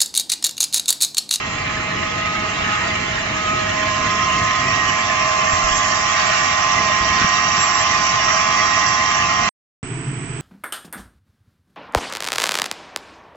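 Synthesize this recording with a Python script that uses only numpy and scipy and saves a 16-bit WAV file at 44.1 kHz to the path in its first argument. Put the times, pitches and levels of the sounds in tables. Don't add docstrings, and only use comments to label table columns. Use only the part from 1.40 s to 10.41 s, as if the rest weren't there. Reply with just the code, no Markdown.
import sys
import numpy as np
from scipy import signal
from scipy.fft import rfft, irfft
from scipy.io import wavfile
from scipy.ndimage import uniform_filter1d, map_coordinates

SR = 44100
rng = np.random.default_rng(int(sys.argv[2]) if len(sys.argv) > 2 else 0)


def waveform_to_disk(signal):
    frames = np.transpose(np.atleast_2d(signal))
    scaled = np.clip(frames, -1, 1) * 32767
    samples = np.round(scaled).astype(np.int16)
    wavfile.write(sys.argv[1], SR, samples)


N = 397341
TIME = np.arange(N) / SR
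FREQS = np.arange(N // 2 + 1) * SR / N
# (time [s], distance [m])
PATH = [(0, 3), (1.1, 2.3), (2, 1.9), (2.6, 1.03), (3.4, 0.95), (4.6, 0.71), (6.9, 0.52), (8.08, 0.7)]


def undb(db):
    return np.exp(np.asarray(db) * np.log(10) / 20)

def unit(x):
    return x / np.sqrt(np.mean(x ** 2))

def curve(table):
    return np.interp(TIME, *np.transpose(table))

def drift(rate):
    steps = rng.standard_normal(4096)
    coarse = TIME[::32]
    return np.interp(TIME, coarse, map_coordinates(steps, [coarse * rate + 4], mode="wrap"))

def bell(s, length):
    return np.exp(-2 * ((TIME - s) / length) ** 2)

def swells(table):
    return sum(undb(db) * bell(s, length) for s, length, db in table)

def low_pass(x, hz):
    return signal.sosfilt(signal.ellip(16, .1, 90, hz, fs=SR, output="sos"), x)

def colour(x, spectrum):
    hz, db = np.transpose(spectrum)
    f = np.maximum(FREQS, 1)
    gain = undb(np.interp(np.log(f), np.log(hz), db))
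    skirts = np.minimum(f / hz[0], 1) ** 2 * np.minimum(hz[-1] / f, 1) ** 4
    return unit(irfft(rfft(x) * gain * skirts, N))

def pan(db):
    return undb(np.array([[.5], [-.5]]) * db)

def tone(cycles, pan_db, lead=0):
    angle = 2 * np.pi * ((cycles + rng.random()) % 1) + np.array([[.5], [-.5]]) * lead
    return np.sqrt(2) * pan(pan_db) * np.cos(angle)

def diffuse_noise(merge_hz):
    apart = np.pi / 4 * FREQS ** 2 / (FREQS ** 2 + merge_hz ** 2)
    mid, side = rfft(rng.standard_normal((2, N)))
    return irfft(mid * np.cos(apart) + np.array([[1], [-1]]) * side * np.sin(apart), N)

def clicks(per_s, spread_db):
    hit = rng.random((2, N)) < per_s / SR
    polarity = np.sign(rng.standard_normal((2, N)))
    size_db = spread_db * np.minimum(rng.exponential(size=(2, N)), 5)
    return unit(hit * polarity * undb(size_db))

def patchy_bands(x, spread_db):
    bands = signal.stft(x, nperseg=1024)[2]
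    chance = rng.standard_normal(bands.shape[1:])
    chance = uniform_filter1d(uniform_filter1d(chance, size=3, axis=0), size=4, axis=1)
    return unit(signal.istft(bands * undb(spread_db * unit(chance)), nperseg=1024)[1][:, :N])

def reflections(x, share=0.32, drift_s=0.000225):
    out = x.copy()
    for channel in range(2):
        for delay_s in rng.uniform(.002, .016, 3):
            out[channel] += share * np.interp(TIME - delay_s - drift_s * drift(2), TIME, x[channel])
    return unit(out)

def distance_law(at_1m_db, loss_db):
    return at_1m_db - loss_db * np.log2(curve(PATH))

def sided(pan_db, diffuse_m=3.5):
    return pan_db / (1 + (curve(PATH) / diffuse_m) ** 2)

def hall(flicker_db=1.47):
    # (frequency [Hz], relative level [dB])
    spectrum = [(20, -15.5), (45, -6), (70, -2.5), (97, 3), (130, -1.5), (190, -0.5), (300, -5),
                (450, -8.5), (560, -13)]
    # (time [s], level [dB])
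    levels = [(0, -30.5), (3, -29.5), (4.9, -34.5), (5.7, -31.5), (6.7, -33.2), (8.08, -32)]
    return colour(diffuse_noise(merge_hz=263), spectrum) * undb(curve(levels) + flicker_db * drift(12))

def drive_whistle(carrier_hz=4054, spacing_hz=60, level_db=-53):
    lines_hz = carrier_hz + spacing_hz * np.arange(-2, 3)
    return sum(undb(level_db + 2 * drift(3.1)) * tone(hz * TIME, pan_db=-3) for hz in lines_hz)

def hum(hum_hz=126, partner_hz=149, rest_db=-46.5, edge_s=.02, flutter_db=2):
    # (start [s], length [s], level [dB])
    throbs = [(8.429, 0.017, -30), (8.497, .11, -29.5), (8.647, 0.206, -32), (8.893, .12, -34.5)]
    envelope = undb(rest_db)
    for s, length, db in throbs:
        inside_s = np.minimum(TIME - s, s + length - TIME)
        envelope += undb(db) * np.clip(.5 + inside_s / edge_s, 0, 1)
    lower, upper = (tone(hz * TIME + 0.12 * drift(30), pan_db=0) for hz in (hum_hz, partner_hz))
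    return (lower + undb(-2) * upper) * envelope * undb(flutter_db * drift(45))

def extruder(fan_db=-32):
    # (frequency [Hz], relative level [dB])
    spectrum = [(25, -7), (70, -16), (110, -5.5), (190, -8), (320, -6), (430, -9), (520, -27.5),
                (780, -20.5), (950, -18), (2400, -17), (3100, -22), (3800, -34.5), (5900, -31), (7000, -35),
                (8200, -35)]
    # (frequency [Hz], level [dB], left minus right [dB])
    lines = [(672, -53, -7), (7790, -55, -12), (7833, -58, 0), (7860, -52, -13), (7972, -49, -18),
             (8000, -54, -14), (8028, -45, -9), (8141, -49, 0)]
    fan = colour(diffuse_noise(merge_hz=596), spectrum) * undb(fan_db) * pan(-5.5)
    waver = .05 * drift(14)
    return fan + hum() + sum(undb(db) * tone(hz * TIME + waver, side) for hz, db, side in lines)

def crunches():
    # (time [s], length [s], level [dB])
    shoves = [(4.81, 0.11, -25.5), (4.96, 0.1, -26), (5.82, 0.073, -20), (6.22, 0.11, -27.5),
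              (6.38, 0.063, -31.5), (7.3, 0.23, -32)]
    # (frequency [Hz], relative level [dB])
    spectrum = [(400, -12.5), (800, -11), (1500, 17), (2600, 4.5), (4000, 5), (7000, -11)]
    return colour(clicks(per_s=2300, spread_db=3.5), spectrum) * swells(shoves)

def knocks():
    # (time [s], frequency [Hz], 60 dB decay time [s], initial level [dB])
    blows = [(3.017, 105, 0.2, -19), (4.133, 91, 0.097, -17), (4.24, 45, 0.21, -20.5),
             (4.31, 38, 0.32, -25), (5.607, 64, 0.51, -25), (5.815, 245, 0.026, -11.5),
             (5.844, 183, 0.043, -10.5)]
    out = np.zeros(N)
    age = TIME[:SR // 4]
    for s, hz, t60, db in blows:
        start = int(s * SR)
        out[start:start + len(age)] += undb(db - 60 * age / t60) * np.sin(2 * np.pi * hz * age)
    return out

def squeals(hz=7395):
    # (time [s], length [s], level [dB])
    bursts = [(4.13, 0.068, -34), (4.37, 0.033, -32), (6.225, 0.056, -26.5), (6.35, 0.044, -31.5),
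              (6.405, 0.025, -30), (7.48, 0.044, -38)]
    return swells(bursts) * tone(hz * TIME + 0.29 * drift(80), pan_db=-10.5)

def beam(enter_s, cross_s, loss_db):
    return -loss_db * (1 - np.tanh(2 * (TIME - enter_s) / cross_s)) / 2

def rotor(cuts, blades=16):
    return np.cos(2 * np.pi * (cuts / blades + rng.random()))

def motor(cuts, level_db=-28, flicker_db=1.7):
    # (frequency [Hz], relative level [dB], left minus right [dB], left lead [rad])
    lines = [(660, -10, -3, 1.6), (719.5, -9.5, -9, -.3), (1139.5, -2.5, -4, .3), (1169, -3, -2, -.1),
             (6150, -16, -7, 1), (7393, -22, -5, 0)]
    out = 0
    for hz, db, side, lead in lines:
        gain = undb(db + flicker_db * drift(4.1))
        cycles = hz * TIME + 0.11 * drift(27) + 0.15 * rotor(cuts)
        out += gain * tone(cycles, side, lead)
    return out * undb(level_db + beam(enter_s=2.6, cross_s=0.85, loss_db=15))

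def pellets(spray_db, ring_db):
    # (frequency [Hz], bandwidth [Hz], relative level [dB])
    modes = [(4614, 53, -3.5), (5080, 63, -1.5), (5473, 190, -5), (5748, 160, 5)]
    # (frequency [Hz], relative level [dB])
    spectrum = [(4300, -28.5), (4700, -6.5), (5300, -3.5), (6000, -0.5), (6800, -1), (7500, 0)]
    hits = patchy_bands(reflections(clicks(per_s=4000, spread_db=1.5)), spread_db=2)
    response = sum((-1) ** k * undb(db) / (1 + 2j * (FREQS - hz) / width)
                   for k, (hz, width, db) in enumerate(modes))
    ring = unit(irfft(rfft(hits) * response, N)) * undb(ring_db + drift(55))
    spray = colour(hits, spectrum) * undb(spray_db + 1.15 * drift(45))
    return ring + spray

def chopping(cuts, decay_periods=.4, left_lag_s=.00058, direct_db=-5):
    # (frequency [Hz], relative level [dB])
    housing = [(450, -36), (570, -22), (640, 2.5), (730, -6.5), (790, -5.5), (920, -7), (1030, -4),
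               (1240, 2.5), (1400, -5.5), (1530, -7), (1750, -1), (1950, -0.5), (2030, 1.5), (2170, -2.5),
               (2480, -3), (2650, -2), (3000, -4.5), (3500, -10), (4100, -11), (4500, -13.5), (5500, -19)]
    envelope = np.exp(-(cuts % 1) / decay_periods) * undb(-3.4 * drift(210))
    snaps = unit(envelope * rng.standard_normal(N))
    direct = undb(direct_db) * np.array([np.roll(snaps, round(left_lag_s * SR)), snaps])
    roar = diffuse_noise(merge_hz=438)
    return colour(patchy_bands(roar + direct, spread_db=4), housing)

def standing_waves(harmonic, fade_db=1.22):
    # (time [s], length [s], harmonic number, level change [dB])
    spots = [(.87, 0.38, 6, 9), (1.32, 0.067, 4, 7), (1.35, 0.19, 6, 14), (1.72, 0.15, 6, -20),
             (2.13, .18, 6, 13), (2.3, 0.57, 3, 6.5), (2.898, 0.79, 4, -9.5), (3.101, 0.47, 6, 7.5),
             (3.359, 0.18, 3, -4.5), (3.42, 0.14, 9, 8.5), (3.9, 0.27, 3, 6), (4.046, .5, 9, -7.5),
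             (4.891, 0.58, 3, 2), (6.05, .5, 9, 2.5), (6.15, .9, 3, -15.5), (6.599, .3, 9, -6.5),
             (7.8, .6, 3, -12.5)]
    change_db = sum(db * bell(s, length) for s, length, k, db in spots if k == harmonic)
    return change_db + fade_db * drift(3.19)

def blade_tones(cuts, chop_db, uneven=0.15, beamed_harmonic=5):
    # (harmonic number, level at 1 m [dB], loss per doubling of distance [dB],
    # left minus right [dB], left lead [rad])
    strong = [(3, -35, 1.5, -8, 2), (4, -36, 3, -0.5, 0.92), (5, -24, 0, -6.5, 0.7),
              (6, -35, 2.6, -2, 0.84), (9, -34, 2.5, -14.5, 1.1)]
    # (harmonic number, level re chopping [dB], left minus right [dB], left lead [rad])
    weak = [(7, -18.5, -5.5, -0.4), (8, -15, -2.5, 1.5), (10, -9.5, -0.5, 2), (11, -16.5, -13.5, -1.5),
            (12, -19.5, -9.5, -1), (13, -17, -10.5, 5.5), (14, -16, -3.5, 2.5), (15, -21, -0.5, -1)]
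    voices = []
    for k, db, loss_db, side, lead in strong:
        level_db = distance_law(db, loss_db) + standing_waves(k)
        if k == beamed_harmonic:
            level_db += beam(enter_s=2.346, cross_s=0.091, loss_db=13)
        voices.append((k, level_db, sided(side), lead))
    voices += [(k, chop_db + db + 2 * drift(2), side, lead) for k, db, side, lead in weak]
    out = 0
    for k, db, side, lead in voices:
        swing = rotor(cuts)
        cycles = k * cuts + 0.067 * swing + 0.27 * drift(2.5)
        gain = undb(db + drift(60)) * (1 + uneven * swing)
        out += gain * tone(cycles, side, lead + 0.43 * drift(3.19))
    return out

def pelletizer(blade_hz=209.75):
    # (time [s], length [s], chopping change [dB], spray change [dB])
    surges = [(1.378, .35, 2.5, 2), (4.39, 0.39, 0, 5.5), (4.926, .22, 2.5, 3.5), (5.6, 0.58, 0.7, -1.5)]
    chop_db = distance_law(-23, loss_db=1.88)
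    spray_db = distance_law(-33.5, loss_db=2.8)
    ring_db = distance_law(-35, loss_db=8.6)
    for s, length, chop_change, spray_change in surges:
        chop_db += chop_change * bell(s, length)
        spray_db += spray_change * bell(s, length)
    cuts = blade_hz * TIME + 0.021 * drift(17) + 0.0086 * drift(70)
    chop = chopping(cuts) * undb(chop_db) * pan(-2)
    rattle = pellets(spray_db, ring_db) * pan(sided(-12))
    return blade_tones(cuts, chop_db) + chop + rattle + motor(cuts)

def scene(cutter_end_s=8.0905, extruder_start_s=8.429):
    at_cutter = pelletizer() + drive_whistle() + crunches() + knocks() + squeals() + hall()
    return low_pass(at_cutter, hz=7460) * (TIME < cutter_end_s) + extruder() * (TIME > extruder_start_s)

def record(dry):
    return low_pass(dry, hz=8430)


dry = scene()
out = record(dry)
waveform_to_disk(out)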